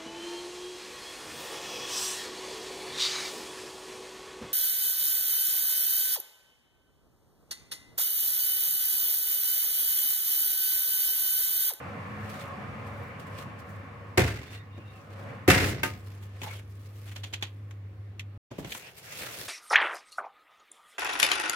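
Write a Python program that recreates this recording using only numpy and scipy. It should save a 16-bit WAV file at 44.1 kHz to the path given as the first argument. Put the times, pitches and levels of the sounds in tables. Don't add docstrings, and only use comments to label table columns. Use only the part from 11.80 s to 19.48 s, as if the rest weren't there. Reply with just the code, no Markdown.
import sys
import numpy as np
from scipy import signal
from scipy.io import wavfile

SR = 44100
rng = np.random.default_rng(int(sys.argv[2]) if len(sys.argv) > 2 else 0)


def magnitude_from_level(level_db):
    exponent = np.asarray(level_db, float) / 20
    return 10 ** exponent


def master(y):
    cut = np.clip(np.atleast_2d(y).T, -1, 1)
    pcm = np.round(cut * 32767)
    wavfile.write(sys.argv[1], SR, pcm.astype(np.int16))


N = 338757
STEP = 16
EDGES_HZ = 28 * 2 ** (np.arange(29) / 3)
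SILENCE_FROM_S, SILENCE_TO_S = 6.577, 6.704
MOVE_S = (SILENCE_FROM_S + SILENCE_TO_S) / 2

# time in seconds, level in dB.
FAN_GAP = [(0, -42), (.9, -42), (1.9, -46.5), (2.3, -49), (2.5, -56.5), (3.25, -54), (3.5, -44), (3.7, -51),
           (4.2, -57.5), (5.0, -63), (6.58, -64)]
# start in seconds, base level in dB,
# bass boost in dB, treble boost in dB, base ring time in seconds.
DOOR_BLOWS = [(2.373, -18, 8, -1.5, 0.25), (2.4, -25, -1.5, -6, 0.55), (2.441, -42.5, -12, -1.5, 0.95),
              (2.482, -41.5, -18, 0, 0.75), (3.677, -19.5, 8.5, 7, 0.15), (3.699, -10, -12, -5.5, 0.43),
              (3.75, -29.5, 10.5, -3, 0.68), (3.815, -30, 8, -5.5, 0.46), (4.0315, -28, -12, 7, 0.27)]
# time in seconds, base level in dB, bass setting in dB,
# body frequency in Hz, base rise in seconds.
TAPS = [(2.9794, -52, 10.5, 1670, .002), (3.3024, -50, -6, 1600, .008), (4.0335, -25, -14, 1500, .001),
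        (4.4261, -45, -20, 790, .004), (4.6172, -35, -5, 2220, .002), (4.634, -33, -14, 850, .001),
        (4.6806, -38, -12, 2290, .002), (5.274, -42, -10, 2400, .012), (5.3146, -40, -20, 1750, .005),
        (5.36, -32, -16.5, 3500, .006), (5.435, -27, -19, 3320, .008), (5.528, -36, -12, 3240, .004),
        (5.537, -23, -30, 3200, .003), (5.612, -42, -12, 1300, .004), (5.626, -23, -20, 3050, .0015),
        (5.91, -44, -25, 1135, .002), (6.3961, -31, -38.5, 2200, .001), (6.7139, -44.5, 4.5, 1100, .002),
        (6.7847, -44.5, 13.5, 802, .002), (6.8464, -36.5, -0.5, 1860, .002), (6.9217, -29, -38, 2660, .001),
        (6.95, -31, -21, 1020, .002), (7.4, -47, 4, 900, .01), (7.575, -47, 3, 1500, .012)]
# frequency in Hz, left-right likeness from -1 to 1.
PORT_LIKENESS = [(100, .996), (150, .86), (350, .87), (600, .52), (1650, .1), (4970, -.06)]
# frequency in Hz, relative density in dB per Hz.
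CLOTH_COLOUR = [(59, -45.5), (100, -12.5), (166, -7), (266, -10.5), (535, -5), (910, -14), (1450, -6.5),
                (2520, -6), (5080, -12.5), (14700, -18), (16000, -22)]


def power_ratio(db):
    return magnitude_from_level(2 * db)


def in_time(rows, outside=None):
    s, values = np.transpose(rows)
    return np.interp(np.arange(N) / SR, s, values, outside, outside)


def at_hz(points, hz):
    points = np.array(points, float)
    return np.interp(np.log(hz), np.log(points[:, 0]), points[:, 1])


def drift(rate_hz, step=1):
    r = np.exp(-128 * np.pi * rate_hz / SR)
    white = rng.standard_normal(N // 64 + 2002)
    slow = signal.lfilter([1], [1, -2 * r, r * r], white)[2000:]
    return np.interp(np.arange(0, N, step) / 64, np.arange(len(slow)), slow / slow.std())


def band_power(spectrum):
    centre = np.sqrt(EDGES_HZ[1:] * EDGES_HZ[:-1])
    power = power_ratio(at_hz(spectrum, centre)) * np.diff(EDGES_HZ)
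    return power / power.sum()


def likeness(hz):
    return np.clip(at_hz(PORT_LIKENESS, hz), -1, 1)


def two_ports(mid, side, hz):
    alike = likeness(hz)
    return np.sqrt(1 + alike) * mid + np.sqrt(1 - alike) * side * [[1], [-1]]


def bands(source, powers):
    # frequency in Hz, left minus right in dB.
    port_balance = [(60, 0), (1650, 0), (4970, -3), (9000, 2), (15000, 7.5)]
    out = np.zeros((2, N))
    for k, power in enumerate(powers):
        low, high = EDGES_HZ[k], EDGES_HZ[k + 1]
        band = signal.butter(2, [low, high], "band", fs=SR, output="sos")
        mid, side = signal.sosfilt(band, source[k % 2])
        hz = np.sqrt(low * high)
        pan_db = at_hz(port_balance, hz) / 2
        gain = np.sqrt(power * SR / 4 / (high - low))
        gain = np.interp(np.arange(N), np.arange(0, N, STEP), gain)
        out += two_ports(mid, side, hz) * magnitude_from_level([[pan_db], [-pan_db]]) * gain
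    return out


def add_impact(power, s, level_db, rise, ring, crack=2.26, crack_s=.0067):
    start = round(s * SR / STEP)
    t = np.arange(min(round(ring * SR / STEP), len(power) - start)) * STEP / SR
    fall = power_ratio(-60 * t / ring)
    shape = (fall + crack * np.exp(-t / crack_s)) * (1 - np.exp(-(t / rise) ** 2))
    power[start:start + len(t)] += power_ratio(level_db) * shape


def landing(bass_db):
    return .003 * np.exp(.08 * bass_db)


def rasp(white, start, end, level_db, from_hz, to_hz, width_hz):
    first, count = round(start * SR), round((end - start) * SR)
    r = np.exp(-np.pi * width_hz / SR)
    lead_in = white[:, first - SR // 20:first + count]
    slips = signal.lfilter([np.sqrt(1 - r * r)], [1, -r], lead_in)[:, -count:]
    phase = 2 * np.pi * np.cumsum(np.linspace(from_hz, to_hz, count)) / SR
    mid, side = slips[:2] * np.cos(phase) + slips[2:] * np.sin(phase)
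    pair = two_ports(mid, side, from_hz) / np.sqrt(2)
    swell = np.sqrt(np.sin(np.linspace(0, np.pi, count)).clip(0))
    out = np.zeros((2, N))
    out[:, first:first + count] = magnitude_from_level(level_db) * swell * pair
    return out


def fan_and_room():
    # frequency in Hz,
    # relative density in dB per Hz.
    fan_air = [(29, -68), (50, -39), (65, -29), (80, -14), (100, -1), (139, -3.5), (200, -9), (300, -15.5),
               (400, -21.5), (520, -12.5), (680, -18.5), (900, -19.5), (1100, -14.5), (1450, -16.5),
               (2300, -18.5), (2800, -30.5), (8000, -66.5), (17600, -110)]
    kitchen_air = [(30, -26.5), (64, -4.5), (85, 11), (125, -7), (200, -7), (311, -6.5), (486, -11.5),
                   (740, -22), (1000, -28), (2200, -24.5), (4000, -33.5), (8000, -44.5), (16000, -44)]
    worktop_air = [(18, -64), (40, -14), (140, 8), (240, -33), (355, -4), (702, -7.5), (1250, -16),
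                   (2540, -10), (16000, -41.5)]
    oven_side = np.arange(0, N, STEP) < SR * MOVE_S
    gap_db, open_db = in_time(FAN_GAP)[::STEP], FAN_GAP[0][1]
    kitchen = band_power(kitchen_air) * power_ratio(-53.5)
    worktop = band_power(worktop_air) * power_ratio(-55)
    powers = []
    for k, fan in enumerate(band_power(fan_air)):
        share = at_hz([(130, 0.74), (400, 1)], EDGES_HZ[k])
        roar = fan * power_ratio(open_db + share * (gap_db - open_db)) * oven_side
        room = np.where(oven_side, kitchen[k], worktop[k])
        powers.append((roar + room) * power_ratio(1.3 * drift(5, STEP)))
    return np.array(powers)


def whistle(white, hz, width_hz):
    r = np.exp(-np.pi * width_hz / SR)
    mid, side = signal.lfilter([1, 0, -1], [1, -2 * r * np.cos(2 * np.pi * hz / SR), r * r], white)
    pair = two_ports(mid, side, hz)
    return pair / pair.std()


def cavity():
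    # frequency in Hz, width in Hz, mean level in dB relative to the gap level.
    resonances = [(140, 8.4, -12), (207.5, 5.3, -10.5), (263, 11, -16), (478, 16, -13), (560, 60, -10),
                  (744, 24, -14.5), (838, 25, -17), (1040, 40, -12.5), (1100, 40, -10), (1240, 32, -13),
                  (1773, 110, -15), (2340, 70, -19.5)]
    white = rng.standard_normal((2, N))
    out = np.zeros((2, N))
    for k, (hz, width_hz, db) in enumerate(resonances):
        unrelated = np.roll(white, 9973 * k, axis=1)
        out += magnitude_from_level(db + 2.5 * drift(3)) * whistle(unrelated, hz, width_hz)
    return magnitude_from_level(in_time(FAN_GAP, -150)) * out


def hum():
    open_db, shut_db, shut_s = -49.5, -42.5, 3.7
    phase = 2 * np.pi * np.cumsum(100.5 + 1.0 * drift(4.7)) / SR
    t, waver_db = np.arange(N) / SR, 1.3 * drift(6)
    level_db = np.where(t < shut_s, open_db + 2.5 * waver_db, shut_db + waver_db)
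    return np.sqrt(2) * magnitude_from_level(level_db) * np.sin(phase) * (t < MOVE_S)


def grains(spread_db):
    size_db = spread_db * np.minimum(rng.exponential(1, N), 5)
    out = rng.standard_normal((2, 2, N)) * magnitude_from_level(size_db)
    return out / out.std()


def cloth_weave():
    weave = band_power(CLOTH_COLOUR)
    return weave / weave[EDGES_HZ[:-1] > 4400].sum()


def cloth():
    # peak time in seconds, level above 5 kHz in dB before tilt, seconds to rise 20 dB,
    # seconds to fall 20 dB, tilt in dB per octave.
    brushes = [(.35, -73, .6, .5, 2.2), (.495, -54.5, .012, .14, .3), (.585, -54, .2, .1, -1),
               (.678, -60, .008, .018, 5), (1.07, -60, .025, .04, .8), (1.25, -69, .3, .1, 8),
               (1.398, -59, .012, .06, -.8), (1.47, -64, .02, .04, 1.8), (1.6, -53, .09, .06, -1.5),
               (1.792, -59, .023, .04, .8), (1.894, -67, .08, .17, 4), (2.734, -58.5, .1, .07, -3),
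               (3.134, -69, .3, .25, -1.2), (3.308, -69, .02, .4, -3), (3.39, -64.5, .03, .08, .8),
               (4.17, -67, .3, .3, 3), (4.28, -64, .05, .3, .1), (4.428, -60, .02, .05, 4),
               (4.62, -54, .013, .06, .8), (4.635, -52, .005, .2, .8), (4.74, -54, .25, .09, -2.2),
               (5.15, -64, .6, .8, 1.8), (5.285, -56, .06, .05, -.4), (5.32, -57, .02, .05, .4),
               (5.365, -56, .02, .04, .4), (6.788, -53, .012, .07, .3), (6.85, -54, .02, .2, .4),
               (6.925, -45, .03, .13, 1.6), (7.08, -56, .3, .05, -.5), (7.172, -50, .012, .06, 3),
               (7.235, -53, .015, .06, 1), (7.33, -46, .2, .2, 1.6), (7.4, -42, .03, .3, 1),
               (7.62, -43.5, .2, .6, 1.8)]
    peak, brush_db, rise, fall, tilt = np.transpose(brushes)[:, :, None]
    late = np.arange(0, N, STEP) / SR - peak
    drop = np.where(late > 0, (np.abs(late) / fall) ** 1.6, -late / rise)
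    strokes = power_ratio(brush_db - 20 * drop)
    clumps = power_ratio(2.2 * drift(32, STEP))
    powers = []
    for hz, weave in zip(EDGES_HZ, cloth_weave()):
        tilted = power_ratio(tilt[:, 0] * np.log2(max(hz, 1500) / 8000)) @ strokes
        powers.append(weave * tilted * clumps * power_ratio(1.5 * drift(14, STEP)))
    return np.array(powers)


def door_blows():
    # frequency in Hz, relative density in dB per Hz.
    door_colour = [(24, -41.5), (40, -17), (99, 3.5), (189, -13.5), (209, -14.5), (262, -11), (467, -10.5),
                   (529, -13.5), (896, -17), (2050, -11), (3380, -23), (11000, -29), (16000, -36)]
    # frequency in Hz, multiplier of the base ring time.
    ring_share = [(60, 1.6), (200, 1.7), (1000, 1.03), (4000, 1.29), (9000, 0.82), (15000, 1.1)]
    rattle = power_ratio(2.2 * drift(90, STEP))
    powers = []
    for hz, door in zip(EDGES_HZ, band_power(door_colour)):
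        bass_share = at_hz([(300, 0.84), (1200, 0.11)], hz)
        treble_share = at_hz([(3000, 0.26), (15000, 0.8)], hz)
        blows = np.zeros(len(rattle))
        for s, base_db, bass_db, treble_db, ring in DOOR_BLOWS:
            level_db = base_db + bass_db * bass_share + treble_db * treble_share
            rise = landing(bass_db) + 1.7 / hz
            add_impact(blows, s, level_db, rise, ring * at_hz(ring_share, hz))
        powers.append(door * blows * (rattle if hz > 600 else 1))
    return np.array(powers)


def panels():
    # frequency in Hz, relative level in dB when pushed to, relative level in dB
    # when banged, undamped 60 dB decay time in seconds.
    panel_modes = [(84, -2.5, -14, .3), (103, -5, -9, .45), (127.5, -6, -9, 0.46), (186, -11.5, -6.5, .4),
                   (210.5, -35, -21, 1.5), (276, -20.5, 2.5, .22), (318, -5, 2.5, .15),
                   (368, 16, 4.5, 0.13), (423, -1, -10, 0.3), (523, -0.5, -5.5, .3), (736, -1.5, -5, .3),
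                   (1246, -10, -12, .2), (1600, 0, -7, 0.14), (1780, -9, -15, 0.28), (2080, -8, -10, 0.5),
                   (2310, -14, -18, 0.39), (2485, -12, -16, .3), (2660, -16, -9, 0.21)]
    out, t = np.zeros((2, N)), np.arange(SR * 2 // 3) / SR
    hz, pushed_db, banged_db, t60 = np.transpose(panel_modes)[:, :, None]
    apart = np.arccos(likeness(hz))
    turns = rng.uniform(0, 2 * np.pi, (len(DOOR_BLOWS), len(hz), 1))
    for (s, base_db, bass_db, treble_db, _), turn in zip(DOOR_BLOWS, turns):
        level_db, damp = (banged_db, 1) if s > 3 else (pushed_db, 1.5)
        level_db = level_db + base_db - 6 + .6 * bass_db + .8 * treble_db
        onset = 1 - np.exp(-(t / (landing(bass_db) + 1 / hz)) ** 2)
        fall = magnitude_from_level(level_db - 60 * damp * t / t60) * onset
        first = round(s * SR)
        for side in (0, 1):
            ring = fall * np.sin(2 * np.pi * hz * t + turn + side * apart)
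            out[side, first:first + len(t)] += ring.sum(axis=0)
    return out


def creaks():
    # start in seconds, end in seconds, level in dB, Hz at start, Hz at end.
    squeaks = [(2.65, 2.84, -62, 3580, 3680), (2.72, 2.8, -60, 2650, 2800), (2.72, 2.79, -63, 4400, 4150),
               (2.73, 2.85, -58, 1920, 1880), (2.88, 3.23, -65, 2820, 2680), (2.915, 2.99, -65, 3620, 3720),
               (2.95, 3.03, -64, 2350, 2550), (3.05, 3.15, -67, 3700, 3760), (3.13, 3.22, -62, 2760, 2560)]
    white = rng.standard_normal((4, N))
    return sum(rasp(np.roll(white, row[3], axis=1), *row, width_hz=55) for row in squeaks)


def ticks():
    # frequency in Hz, relative density in dB per Hz.
    tick_colour = [(88, -7.5), (150, -7.5), (457, -17), (774, -12), (1310, -14.5), (1900, -8.5),
                   (3350, -8.5), (4950, -23.5), (5900, -11), (9000, -29.5), (12000, -23), (16000, -39)]
    powers = []
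    for hz, tick in zip(EDGES_HZ, band_power(tick_colour)):
        power = np.zeros(len(range(0, N, STEP)))
        shorter = at_hz([(3500, .98), (9000, .6)], hz)
        bass_share = at_hz([(400, 0.99), (1500, 0.032)], hz)
        for s, base_db, bass_db, body_hz, rise in TAPS:
            level_db = base_db - 15.5 + (bass_db + 23) * bass_share
            level_db += 6 * np.exp(-(np.log2(hz / body_hz) / 0.58) ** 2)
            ring = shorter * max(.27 + .004 * bass_db, .02)
            add_impact(power, s - .002, level_db, rise + 1 / hz, ring, crack=14, crack_s=.004)
        powers.append(tick * power)
    return np.array(powers)


def clinks():
    out, t = np.zeros((2, N)), np.arange(SR // 10) / SR
    for (s, base_db, _, hz, rise), chance in zip(TAPS, rng.random((len(TAPS), 3, 6, 1))):
        modes = hz * 2 ** (.6 * chance[0] - .25)
        fall = magnitude_from_level(-60 * t * modes / 28) * (1 - np.exp(-(t / rise) ** 2))
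        first = round(s * SR)
        for side in (0, 1):
            ring = (fall * np.sin(2 * np.pi * (modes * t + chance[1 + side]))).sum(axis=0)
            out[side, first:first + len(t)] += magnitude_from_level(base_db - 10) * ring
    return out


def chatter():
    # time in seconds, level above 5 kHz in dB.
    shelf_curve = [(3.72, -51), (3.78, -43.5), (3.9, -40), (3.94, -56), (4.0, -80)]
    return cloth_weave()[:, None] * power_ratio(in_time(shelf_curve, -150)[::STEP])


def catch():
    # frequency in Hz, relative level in dB, 60 dB decay time in seconds.
    catch_modes = [(600, -6, .25), (900, -6, .22), (1233, -5, .25), (1500, 2, .09), (1570, 2, .12),
                   (2083, -6, .15), (2750, -2, .18), (3700, -8, .1), (14600, -8, .1)]
    out, t = np.zeros((2, N)), np.arange(SR // 4) / SR
    hz, db, t60 = np.transpose(catch_modes)[:, :, None]
    fall = magnitude_from_level(-27 + db - 60 * t / t60) * (1 - np.exp(-t / .001))
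    first = round(4.0315 * SR)
    for side, turn in enumerate(rng.random((2, len(hz), 1))):
        ring = fall * np.sin(2 * np.pi * (hz * t + turn))
        out[side, first:first + len(t)] = ring.sum(axis=0)
    return out


def scrapes():
    # start in seconds, end in seconds, mean level in dB, Hz at start, Hz at end, width in Hz.
    strokes = [(4.63, 4.71, -48, 900, 780, 150), (4.63, 4.66, -53, 3200, 3400, 300),
               (4.675, 4.75, -51, 2250, 2250, 100), (4.75, 4.8, -60, 3250, 3100, 150),
               (6.705, 6.78, -52, 450, 400, 200), (6.99, 7.11, -51, 2450, 2700, 300),
               (7.26, 7.38, -51, 1800, 2500, 600), (7.385, 7.55, -46, 1600, 1300, 800),
               (7.39, 7.67, -54, 450, 550, 250)]
    white = rng.standard_normal((4, N))
    return magnitude_from_level(3 * drift(60)) * sum(rasp(white, *row) for row in strokes)


def scene():
    airborne = bands(rng.standard_normal((2, 2, N)), fan_and_room() + door_blows())
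    contacts = bands(grains(4.6), cloth() + ticks() + chatter())
    ringing = panels() + clinks() + catch()
    return airborne + contacts + cavity() + hum() + creaks() + scrapes() + ringing


def roll_off(x):
    return signal.sosfilt(signal.butter(12, 16000, fs=SR, output="sos"), x)


def record(dry):
    t = np.arange(N) / SR
    kitchen_heard = np.clip((SILENCE_FROM_S - t) / 0.00035, 0, 1)
    worktop_heard = np.clip((t - SILENCE_TO_S) / .008, 0, 1)
    dry = signal.sosfilt(signal.butter(2, 55, "high", fs=SR, output="sos"), dry)
    rounded = .9 * np.tanh(dry / .9)
    return roll_off(rounded * (kitchen_heard + worktop_heard))


dry = scene()
out = record(dry)
master(out)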